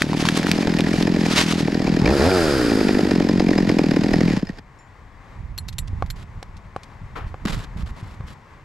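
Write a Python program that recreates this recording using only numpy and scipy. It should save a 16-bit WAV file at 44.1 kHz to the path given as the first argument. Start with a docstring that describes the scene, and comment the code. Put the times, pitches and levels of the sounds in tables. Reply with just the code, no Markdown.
"""High in a pine a two-stroke chainsaw idles while the cut top crashes through branches below, over a far
outdoor murmur: puffs ring the muffler, noise bursts rattle, wooden notes snap over grainy crackle.
The throttle is blipped twice and the chain whirs; the engine settles, is switched off and clatters to a stop.
Then wind noise buffets the microphone, a clip and gear ring as struck metal, fingers thump and rub the
housing, the saw knocks on wood and a sleeve scrapes bark."""
import sys
import numpy as np
from scipy import signal
from scipy.fft import rfft, irfft, next_fast_len
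from scipy.io import wavfile
from scipy.ndimage import uniform_filter1d

SR = 44100
rng = np.random.default_rng(int(sys.argv[2]) if len(sys.argv) > 2 else 0)


def put_to_file(sound):
    """Save the sound as 16-bit audio at rate SR, in the file named by the first command-line argument."""
    columns = np.atleast_2d(sound).T  # one column per channel
    safe = np.clip(columns, -1, 1)
    whole_steps = np.round(safe * 32767)
    wavfile.write(sys.argv[1], SR, whole_steps.astype(np.int16))


N = 381024

# All levels are relative; colours are spectral shapes.
# nominal crank speed: time_s, turns_per_s
CRANK_SPEED = [(0, 39), (.4, 41), (.9, 44), (1.25, 43), (1.35, 40.5), (2.01, 41), (2.13, 74), (2.2, 65),
               (2.29, 96), (2.35, 92.5), (2.49, 73.5), (2.63, 60.5), (2.78, 53), (3.0, 49), (3.3, 45.5),
               (3.9, 41), (4.28, 42), (4.35, 29), (4.4, 17), (4.6, 10)]
# marked turns at idle, most of them lit: time_s, bang_db
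MARKED_TURNS = [(0.0162, -34), (0.0965, -16.5), (0.1477, -13), (0.226, -19), (0.299, -21), (0.3738, -15.5),
                (0.4459, -14), (0.516, -49), (0.5862, -13), (0.6791, -11), (0.798, -10.5), (0.8709, -14),
                (0.9387, -10.5), (1.0097, -10), (1.0779, -10), (1.17, -18), (1.2619, -13), (1.311, -17),
                (1.3896, -10), (1.4624, -38), (1.535, -18), (1.6054, -14), (1.6822, -9.5), (1.7525, -16),
                (1.8014, -14), (1.8768, -13), (1.9717, -12.5), (2.022, -12), (2.0461, -12), (2.7189, -12),
                (2.7749, -19), (2.8125, -11), (2.892, -9.5), (2.953, -21.5), (2.9925, -10.5), (3.0546, -16),
                (3.1171, -13.5), (3.161, -14.5), (3.206, -11.5), (3.2949, -10), (3.4044, -7.5),
                (3.492, -12.5), (3.5138, -11), (3.5861, -9), (3.6996, -7.5), (3.7931, -9.5),
                (3.8424, -10.5), (3.9179, -11), (3.9694, -10), (4.0435, -9.5), (4.1411, -8), (4.2137, -11)]
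# turns with the ignition off: time_s, puff_offset_db, rattle_offset_db
LAST_TURNS = [(4.3727, -1.5, 8.5), (4.4318, -0.5, -4), (4.498, -9, -4.5), (4.5938, -26, -7.5)]
# trigger pulls: start_s, length_s, opening [0-1]
PULLS = [(2, 0.118, 0.9), (2.176, .105, 0.85)]
# loudness as the saw moves about: time_s, puff_db, rattle_db
NEARNESS = [(0, -17, -36), (.5, -13, -27), (1.2, -11, -27.5), (1.45, -16, -32), (1.9, -11, -27),
            (3.2, -8.5, -27.5), (3.8, -9, -28.5), (4.3, -9, -26.5)]
# bright crack of a firing: pitch_hz, level_db, t60_s
BANG_MODES = [(772, 5, 0.015), (2026, -7, 0.0073)]
# casing, struck by the piston every turn: pitch_hz, level_db, t60_s
CASING_MODES = [(1854, -6.5, 0.022), (2367, -10, 0.022), (5090, -16.5, 0.036)]
# intake drone, throttle shut: level_db of multiples 1-9 of crank speed
DRONE_DB = [-19.5, -17, -17, -8.5, -14.5, -25, -17, -20.5, -22]
# roar, throttle open: level_db of multiples 1-10 of crank speed
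ROAR_DB = [1, -8.5, 0, -13, -9, -10, -19, -12, -15, -11.5]
# piston, clutch and chain rattle: freq_hz, level_db
RATTLE_COLOUR = [(250, 4.5), (800, -0.5), (1260, -10), (1770, -3), (3320, -13), (5000, -10), (5900, -19),
                 (6700, -19.5), (9700, -32.5), (11900, -32), (15500, -50)]
# chain whirring round the bar: freq_hz, level_db
CHAIN_COLOUR = [(650, -35), (1100, -4), (1410, 6.5), (2000, -7.5), (3600, -7), (4500, -4.5), (4950, 1.5),
                (5600, -11), (12000, -19), (15500, -43)]
# loose parts as the engine stops: time_s, level_db
CLATTERS = [(4.392, -29), (4.4706, -25), (4.5185, -47), (4.559, -53)]
# falling top sweeping through branches: time_s, level_db
BRUSH_LEVEL = [(0, -33.5), (.07, -45.5), (.28, -30), (.5, -35), (.82, -48), (1.02, -35), (1.12, -52),
               (1.35, -20.5), (1.52, -28), (1.6, -33.5), (1.8, -50)]
# branch crackle: freq_hz, level_db
BRUSH_COLOUR = [(410, -16), (700, -9), (2870, -8.5), (4890, -11), (12300, -29.5), (15500, -62)]
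# branches snapping: time_s, level_db, pitch_hz
SNAPS = [(0.0202, 2.5, 1820), (0.1317, -9, 990), (.238, -13, 1700), (.253, -7.5, 1080),
         (0.2876, -2.5, 1700), (0.374, -7, 7400), (.43, -10.5, 1760), (0.4684, -5.5, 1480),
         (0.5154, -1, 4830), (0.739, -10, 1920), (0.787, -8.5, 2510), (0.807, -3.5, 3680),
         (1.026, -7.5, 3580), (1.388, -7, 2110), (1.4124, -9, 2200), (1.524, -17, 1280)]
# wind on the microphone: time_s, level_db, left_right_db
WIND_LEVEL = [(0, -46.5, 2), (4.4, -38, -9), (4.6, -49, 0.5), (5.25, -49, 5.5), (5.4, -33, -5),
              (5.85, -33.5, -6), (6.05, -29, -6.5), (6.27, -40, -2), (6.9, -46, 4), (7.25, -32, -1.5),
              (7.4, -41, -5), (7.55, -29, -9), (7.65, -45, 9), (7.8, -27.5, -6), (8.0, -46, -1),
              (8.25, -36, -1), (8.35, -50, -1)]
# wind rumble: freq_hz, level_db
GUST_COLOUR = [(12, -87), (25, 13.5), (60, 8), (100, 9.5), (200, -5.5), (400, -30), (1200, -65)]
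# far murmur: time_s, level_db
FAR_LEVEL = [(4.6, -53), (7.65, -47), (8.64, -50.5)]
# far murmur: freq_hz, level_db
FAR_COLOUR = [(60, -31.5), (100, -6), (320, -17.5), (644, -19.5), (1060, -13.5), (1350, -21.5), (2020, -20),
              (2900, -32.5), (8000, -44.5), (10000, -54)]
# steel clip: pitch_hz, level_db, t60_s
CLIP_MODES = [(3960, -17, 0.15), (5518, -13, 0.12), (7149, -6, 0.24), (9440, -14, 0.1)]
# metal gear clinking: time_s, level_db, ring_offset_db
CLINKS = [(5.5786, -23, 0), (5.684, -20.5, -15), (5.727, -31.5, -25), (5.7835, -17, -3),
          (5.876, -32.5, -29), (6.061, -37.5, -17), (6.102, -21, -11), (6.568, -34, -36),
          (6.8335, -33.5, -28), (7.1721, -48, -32)]
# metal gear: pitch_hz, level_db, t60_s
GEAR_MODES = [(1950, -26, 0.04), (3800, -9, 0.03), (4230, -6, 0.028), (5850, -11, .025), (7300, -16, 0.06),
              (7960, -21, .07), (9600, -22, .05), (10400, -18, 0.06), (11460, -13, 0.04),
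              (12450, -14, .035)]
# thumps on the housing: time_s, level_db, pitch_hz
THUMPS = [(5.931, -14, 82), (7.267, -17, 61.9), (7.4554, -9.5, 196), (7.546, -24, 61), (7.762, -21, 155),
          (7.833, -16, 61), (7.911, -18.5, 60), (8.028, -20.5, 108), (8.203, -19, 119)]
# finger strokes: start_s, length_s, level_db
STROKES = [(6.15, .085, -47), (7.155, .03, -46), (7.26, .04, -54), (7.452, .008, -25), (7.468, .022, -31),
           (7.494, .014, -29), (7.52, .025, -33), (7.462, .185, -39), (7.765, .06, -43), (7.855, .05, -45),
           (7.96, .05, -47), (8.02, .13, -51), (8.26, .075, -46)]
# skin on the housing: freq_hz, level_db
RUB_COLOUR = [(200, 6.5), (390, -6), (740, -8), (1220, -6), (2070, -11), (4570, -16), (6500, -21.5),
              (7600, -19), (8700, -27.5), (12100, -28.5), (15500, -51)]
# saw knocking on wood and harness: time_s, level_db, tick_offset_db
KNOCKS = [(6.024, -23.5, -15), (6.428, -29.5, -10), (6.763, -26.5, -13), (7.343, -31, -32),
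          (8.208, -39.5, -14)]
# saw body: pitch_hz, level_db, t60_s
SAW_BODY_MODES = [(554, 8, 0.02), (780, 8, 0.018), (1114, 8, 0.018), (1400, 2, 0.015), (2200, -6, 0.012)]
# sleeve on bark: freq_hz, level_db
SCRAPE_COLOUR = [(300, -13.5), (1200, -11), (2400, -20), (9000, -52)]
# left-right likeness of airborne sound: freq_hz, likeness [0-1]
LIKENESS = [(60, 0.9), (640, 0.74), (3100, 0.83), (15000, 0.71)]
# left-right likeness of touch: freq_hz, likeness [0-1]
TOUCH_LIKENESS = [(300, 0.53), (1400, 0.71)]
# phase between the two ports: freq_hz, phase_rad
PORT_PHASE = [(100, -0.25), (700, 0.37), (3200, -0.82), (10000, 1)]

IDLE_HZ = 42
KICK_SHARE, KICK_T60_S = 0.062, 0.13  # each marked turn speeds the crank up for a few turns
TRIGGER_S, RELEASE_S = 0.0235, 0.034
STOP_S = 0.021  # the engine rattle fades this long after the last turn
PUFF_DB_PER_OCTAVE, RATTLE_DB_PER_OCTAVE = -9, -0.5  # with speed above idle
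OPEN_PUFF_DB, OPEN_RATTLE_DB = 0.5, -10.5  # at full throttle
UNLIT_DB = -29  # bang of an unmarked turn at idle
# muffler ring of a cold puff at idle speed; speed and heat quicken it
RING_HZ, SWEEP_TURNS, SWEEP_S, RISE_S, DECAY_S = 173.4, 0.42, 0.0014, 0.0017, 0.0056
HOT_HASTE, HOT_SNAP = 1, 0.62  # burnt gas rings higher and bursts out more suddenly
MUFFLER_ECHO_S, MUFFLER_ECHO_DB = 0.0068, -16.5  # return from the far muffler wall
BARK_LEAD_S = 0.005  # combustion knocks the casing before the port opens
IDLE_DRONE, DRONE_PER_OCTAVE = 0.14, 0.26  # gains with the throttle shut
ROAR_GAIN_DB, ROAR_WAVER_DB, GULP_DB = -18, 1.2, -33  # unsteady burning; air into the open intake
RATTLE_LEAD_S, RATTLE_T60_S = 0.0075, 0.023  # the burst starts before the port opens
COAST_DB = -17  # loose parts jingle between turns
CHAIN_DB, CLUTCH_OCTAVES = -28, 0.18  # the clutch grips this far above idle
CHAIN_LAG_S, CHAIN_THROB = 0.066, 0.18  # slow to reach speed; jerks once a turn
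BAR_HZ, BAR_T60_S, BAR_DB = 1470, 0.0051, -33  # the guide bar sings while the chain runs
WIDEN_S, WIDEN_DB = 0.00082, -18  # short delayed copy, opposite sign left and right, widens the engine
WOOD_CYCLES, WOOD_DB, SPLINTER_DB = 9.5, -2.5, -15.5
FAR_PAN_DB = 4
PING_S, PING_DB = 4.7885, -50
CHATTER_S = 0.005  # mean delay of a clink's one bounce
TOUCH_SHARE, LIFT_SHARE = 0.12, 0.79  # shares of a stroke's length; the lift is capped
SCRAPE_S, SCRAPE_DB, SCRAPE_T60_S = 7.158, -31, 0.33
STOPBAND_HZ = 15770


def amp(db):
    """Decibels to gain."""
    return 10 ** (np.asarray(db) / 20)


def rms_one(x):
    """Scale to rms 1."""
    return x / np.sqrt(np.mean(x ** 2) + 1e-20)


def in_time(rows, **outside):
    """Columns of a curve at every sample."""
    s, *columns = np.transpose(rows)
    return [np.interp(np.arange(N) / SR, s, c, **outside) for c in columns]


def at_hz(points, hz):
    """A spectrum read on a log-frequency axis."""
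    freq_hz, value = np.transpose(points)
    return np.interp(np.log(hz), np.log(freq_hz), value)


def drift(rate_hz):
    """Slow random curve of rms 1, computed every 40 samples."""
    r = np.exp(-2 * np.pi * rate_hz * 40 / SR)
    white = rng.standard_normal(N // 40 + 2002)
    slow = signal.lfilter([1], [1, -2 * r, r * r], white)[2000:]
    return np.interp(np.arange(N) / 40, np.arange(len(slow)), rms_one(slow))


def swell(start_s, length_s, rise_s, fall_s):
    """Attack, hold, release; height 1."""
    corners_s = np.cumsum([start_s, rise_s, max(length_s - rise_s, 0), fall_s])
    return np.interp(np.arange(N) / SR, corners_s, [0, 1, 1, 0])


def clicks(seconds, gains):
    """A click train."""
    out = np.zeros(N)
    np.add.at(out, np.round(np.asarray(seconds) * SR).astype(int), gains)
    return out


def ring(x, hz, t60_s):
    """Two-pole resonator: a unit click sets a decaying sine ringing."""
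    r, w = 1000 ** (-1 / (t60_s * SR)), 2 * np.pi * hz / SR
    return signal.lfilter([0, np.sin(w)], [1, -2 * r * np.cos(w), r * r], x + 1e-18)


def strike(seconds, db, modes, spread_db):
    """Every blow rings each mode with a strength of its own."""
    out = np.zeros(N)
    for hz, mode_db, t60_s in modes:
        luck_db = spread_db * rng.standard_normal(len(seconds))
        out += ring(clicks(seconds, amp(db + mode_db + luck_db)), hz, t60_s)
    return out


def puff(seconds, db, t60_s):
    """Envelope that jumps at each event and dies away."""
    return signal.lfilter([1], [1, -1000 ** (-1 / (t60_s * SR))], clicks(seconds, amp(db)) + 1e-18)


def noise(spectrum, likeness, grain_db=0.):
    """Stereo noise of a given colour and likeness, optionally grainy; rms 1."""
    size = next_fast_len(N)
    grains = amp(grain_db * np.minimum(rng.exponential(1, size), 5))
    mid, side = rfft(rng.standard_normal((2, size)) * grains)
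    hz = np.arange(1, len(mid) + 1) * SR / size
    alike = np.clip(at_hz(likeness, hz), -1, 1)
    both = np.sqrt(1 + alike) * mid + np.sqrt(1 - alike) * side * [[1], [-1]]
    both = both * np.exp(.5j * at_hz(PORT_PHASE, hz) * [[1], [-1]])
    return rms_one(irfft(both * amp(at_hz(spectrum, hz)), size)[:, :N])


def pan(db):
    """Left and right gains for a level difference."""
    return amp(np.array([db / 2, -db / 2]).reshape(2, -1))


def crank():
    """Turns at every sample and port-opening times; whole numbers of turns lie between marked turns."""
    marked_s = np.array(MARKED_TURNS)[:, 0]
    speed_hz = in_time(CRANK_SPEED)[0] * (1 + KICK_SHARE * puff(marked_s, 0, KICK_T60_S))
    free = np.cumsum(speed_hz) / SR
    time_s = np.arange(N) / SR
    at_marks = np.interp(np.append(marked_s, np.array(LAST_TURNS)[:, 0]), time_s, free)
    turns = np.append(0, np.cumsum(np.round(np.diff(at_marks))))
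    angle = np.interp(free, at_marks, turns)
    free_at_opening = np.interp(np.arange(turns[-1] + 1), turns, at_marks)
    return angle, np.interp(free_at_opening, free, time_s)


def exhaust_puffs(opens_s, gains, bangs):
    """Each puff rings the muffler at a falling pitch; quicker at speed, higher and sharper on a firing."""
    out, span_s = np.zeros(N + 2000), np.arange(2000) / SR
    haste = np.clip(1 / (IDLE_HZ * np.gradient(opens_s)), 1, 3)
    luck = rng.standard_normal((len(opens_s), 4))
    for when_s, gain, bang, quick, (a, b, c, d) in zip(opens_s, gains, bangs, haste, luck):
        heat = min(bang / gain, .6)
        steady = quick ** 3  # the flywheel evens out a fast crank
        t = span_s * quick ** 0.83 * (1 + HOT_HASTE * heat)
        cycles = RING_HZ * (1 + .03 * d / steady) * t
        cycles += (SWEEP_TURNS + .1 * a / steady) * (1 - np.exp(-t / SWEEP_S))
        rise = 1 - np.exp(-(t * (1 + HOT_SNAP * heat) / RISE_S) ** 2)
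        shape = rise * np.exp(-t / (DECAY_S * quick ** 1.15))
        at = round((when_s - .002 + .003 * heat + .0005 * c / steady) * SR)
        out[at:at + len(t)] -= gain * amp(.7 * b + 4 * heat) * shape * np.sin(2 * np.pi * cycles)
    return out[:N] + amp(MUFFLER_ECHO_DB) * np.roll(out, round(MUFFLER_ECHO_S * SR))[:N]


def bang_cracks(opens_s, bang):
    """Combustion rings bright modes, before the port opens and as it opens."""
    bang_db = 20 * np.log10(bang + 1e-6)
    crack = strike(opens_s, bang_db - 15.5, BANG_MODES, spread_db=3)
    return strike(opens_s - BARK_LEAD_S, bang_db - 19, BANG_MODES[1:], spread_db=8) - crack


def intake(angle, throttle, octaves, running):
    """Crank-speed harmonics: a drone when shut, a wavering roar and rushing air when open."""
    drone = sum(amp(db) * np.sin(2 * np.pi * k * angle) for k, db in enumerate(DRONE_DB, 1))
    roar = np.zeros(N)
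    for k, db in enumerate(ROAR_DB, 1):
        roar += amp(db + ROAR_GAIN_DB + ROAR_WAVER_DB * drift(30)) * np.sin(2 * np.pi * k * angle)
    gulp = amp(GULP_DB) * rms_one(ring(rng.standard_normal(N), 840, 0.0039))
    shut = running * (IDLE_DRONE + DRONE_PER_OCTAVE * octaves) * (1 - throttle)
    return shut * drone + throttle * (roar + gulp)


def rattle_bursts(opens_s, slap_db, rattle_db, running, throttle):
    """Noise bursts before each port opening; the gaps fill as the throttle opens."""
    burst = uniform_filter1d(puff(opens_s - RATTLE_LEAD_S, slap_db, RATTLE_T60_S), size=150)
    burst += 0.34 * running + 1.3 * throttle + amp(COAST_DB + 4.8 * drift(68))
    return amp(rattle_db) * burst * noise(RATTLE_COLOUR, LIKENESS, grain_db=4)


def chain_whir(angle, chain):
    """Grainy noise throbbing once a turn while the chain runs."""
    throb = 1 + CHAIN_THROB * np.cos(2 * np.pi * angle)
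    return amp(CHAIN_DB) * throb * chain ** 0.44 * noise(CHAIN_COLOUR, LIKENESS, grain_db=3.5)


def engine():
    """One puff and rattle burst a turn, cracks on firings, intake, casing and chain."""
    angle, opens_s = crank()
    at = (opens_s * SR).astype(int)
    pulls = sum(wide * swell(s, length_s, TRIGGER_S, RELEASE_S) for s, length_s, wide in PULLS)
    throttle = np.clip(pulls, 0, 1)
    octaves = np.maximum(np.log2(in_time(CRANK_SPEED)[0] / IDLE_HZ), 0)
    off_s = LAST_TURNS[0][0] - STOP_S
    running = swell(0, off_s, 0, STOP_S)

    puff_db, rattle_db = in_time(NEARNESS)
    stopping = [(off_s, 0, 0)] + list(LAST_TURNS) + [(opens_s[-1] + STOP_S, -99, -60)]
    puff_offset_db, rattle_offset_db = in_time(stopping)
    puff_db = puff_db + PUFF_DB_PER_OCTAVE * octaves + OPEN_PUFF_DB * throttle + puff_offset_db
    rattle_db = rattle_db + RATTLE_DB_PER_OCTAVE * octaves + OPEN_RATTLE_DB * throttle + rattle_offset_db

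    # a wide throttle fires every turn; marked turns have a bang of their own
    bang = amp(UNLIT_DB) + amp(5.5) * np.clip(throttle[at] - .55, 0, 1)
    for when_s, bang_db in MARKED_TURNS:
        bang[np.argmin(abs(opens_s - when_s))] = amp(bang_db)
    bang *= amp(puff_offset_db[at])

    slap_db = 1.56 * rng.standard_normal(len(opens_s)) + 30 * bang
    lagged = uniform_filter1d(np.roll(octaves, round(CHAIN_LAG_S * SR)), size=4000)
    chain = np.maximum(lagged - CLUTCH_OCTAVES, 0)
    clatter_s, clatter_db = np.transpose(CLATTERS)

    mono = exhaust_puffs(opens_s, amp(puff_db[at] + 5), bang * (1 - throttle[at]))
    mono += bang_cracks(opens_s, bang)
    mono += intake(angle, throttle, octaves, running)
    mono += strike(opens_s - RATTLE_LEAD_S / 2, slap_db + rattle_db[at] - 1, CASING_MODES, spread_db=5.5)
    mono += amp(BAR_DB) * np.sqrt(chain) * rms_one(ring(rng.standard_normal(N), BAR_HZ, BAR_T60_S))
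    mono += strike(clatter_s, clatter_db - 2, CASING_MODES, spread_db=9)
    mono = signal.sosfilt(signal.butter(2, 70, "high", fs=SR, output="sos"), mono)

    rattle = rattle_bursts(opens_s, slap_db, rattle_db, running, throttle)
    rattle += chain_whir(angle, chain)
    rattle += puff(clatter_s, clatter_db - 14, 0.042) * noise(RATTLE_COLOUR, LIKENESS, grain_db=1)
    side = amp(WIDEN_DB) * np.roll(mono, round(WIDEN_S * SR)) * [[1], [-1]]
    return np.array([np.roll(mono, 1), mono]) + side + rattle  # left one sample late


def branches():
    """Dense twig crackle; each snap adds a short wooden note and a spray of splinters."""
    crackle = noise(BRUSH_COLOUR, LIKENESS, grain_db=4.5) * amp(3.84 * drift(25))
    snap_s, snap_db, _ = np.transpose(SNAPS)
    spray = puff(snap_s, snap_db + SPLINTER_DB, 0.016)
    wood = sum(ring(clicks([s], amp(db + WOOD_DB)), hz, WOOD_CYCLES / hz) for s, db, hz in SNAPS)
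    return crackle * (amp(in_time(BRUSH_LEVEL, right=-99)[0]) + spray) + wood


def wind():
    """Lumpy low pressure on the microphone ports."""
    level_db, pan_db = in_time(WIND_LEVEL)
    return amp(level_db + 3.04 * drift(17.7)) * pan(pan_db) * noise(GUST_COLOUR, [(30, 1.0), (300, 0.86)])


def far_murmur():
    """Slowly wavering coloured noise, nearly mono in the bass."""
    level = amp(in_time(FAR_LEVEL)[0] + 1.2 * drift(4))
    return level * pan(FAR_PAN_DB) * noise(FAR_COLOUR, [(200, 1.0), (700, 0.77), (9000, 0.8)])


def clip_ping():
    """A steel clip rings faintly, once."""
    return strike([PING_S], PING_DB, CLIP_MODES, spread_db=2)


def contact_tick():
    """Grainy bright noise of hard contact, before its envelope."""
    colour = [(500, 4.5), (4000, 13.5), (7500, 4.5), (12000, -8), (15500, -24)]
    return noise(colour, LIKENESS, grain_db=7)


def gear_clinks(tick):
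    """A short bright chatter, and metal modes struck twice as the gear bounces once."""
    s, db, ring_db = np.transpose(CLINKS)
    bounce_s = s + CHATTER_S * rng.uniform(.5, 1.5, len(s))
    ringing = sum(strike(hit_s, db + ring_db - 3, GEAR_MODES, spread_db=6.5) for hit_s in (s, bounce_s))
    return ringing + tick * uniform_filter1d(puff(s, db - 9, 0.041), size=120)


def fingers():
    """Skin stuttering over the housing, its colour shifting as it slips, and soft thumps through it."""
    pressure = np.zeros(N)
    for s, length_s, db in STROKES:
        lift_s = min(LIFT_SHARE * length_s, .015)
        pressure += amp(db) * swell(s, length_s, TOUCH_SHARE * length_s, lift_s) ** 2
    skin = noise(RUB_COLOUR, TOUCH_LIKENESS, grain_db=4.5)
    edges_hz = np.geomspace(100, 15500, 6)
    rub = np.zeros((2, N))
    for band_hz in zip(edges_hz, edges_hz[1:]):
        band = signal.butter(1, band_hz, "band", fs=SR, output="sos")
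        rub += amp(2.6 * drift(45)) * signal.sosfilt(band, skin)
    thumps = sum(ring(clicks([s], amp(db)), hz, 0.047) for s, db, hz in THUMPS)
    return pressure * rub - thumps


def saw_knocks(tick):
    """Low body modes, dulled by a soft contact, and a weaker tick."""
    s, db, tick_db = np.transpose(KNOCKS)
    body = strike(s, db - 9, SAW_BODY_MODES, spread_db=4.5)
    body = signal.sosfilt(signal.butter(2, 3500, fs=SR, output="sos"), body)
    return body + tick * puff(s, db + tick_db, 0.024)


def sleeve():
    """A sleeve on bark: a dull, grainy scrape that dies away."""
    stroke = uniform_filter1d(puff([SCRAPE_S], SCRAPE_DB, SCRAPE_T60_S), size=400)
    return stroke * pan(FAR_PAN_DB) * noise(SCRAPE_COLOUR, TOUCH_LIKENESS, grain_db=3)


def scene():
    """All sources at the microphone."""
    tick = contact_tick()
    saw_and_air = engine() + branches() + wind() + far_murmur()
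    handling = clip_ping() + gear_clinks(tick) + fingers() + saw_knocks(tick) + sleeve()
    return saw_and_air + handling


def record(dry):
    """Peaks are rounded, the top is cut."""
    rounded = 0.99 * np.tanh(dry / 0.86)
    return signal.sosfilt(signal.cheby2(12, 70, STOPBAND_HZ, fs=SR, output="sos"), rounded)


dry = scene()
out = record(dry)
put_to_file(out)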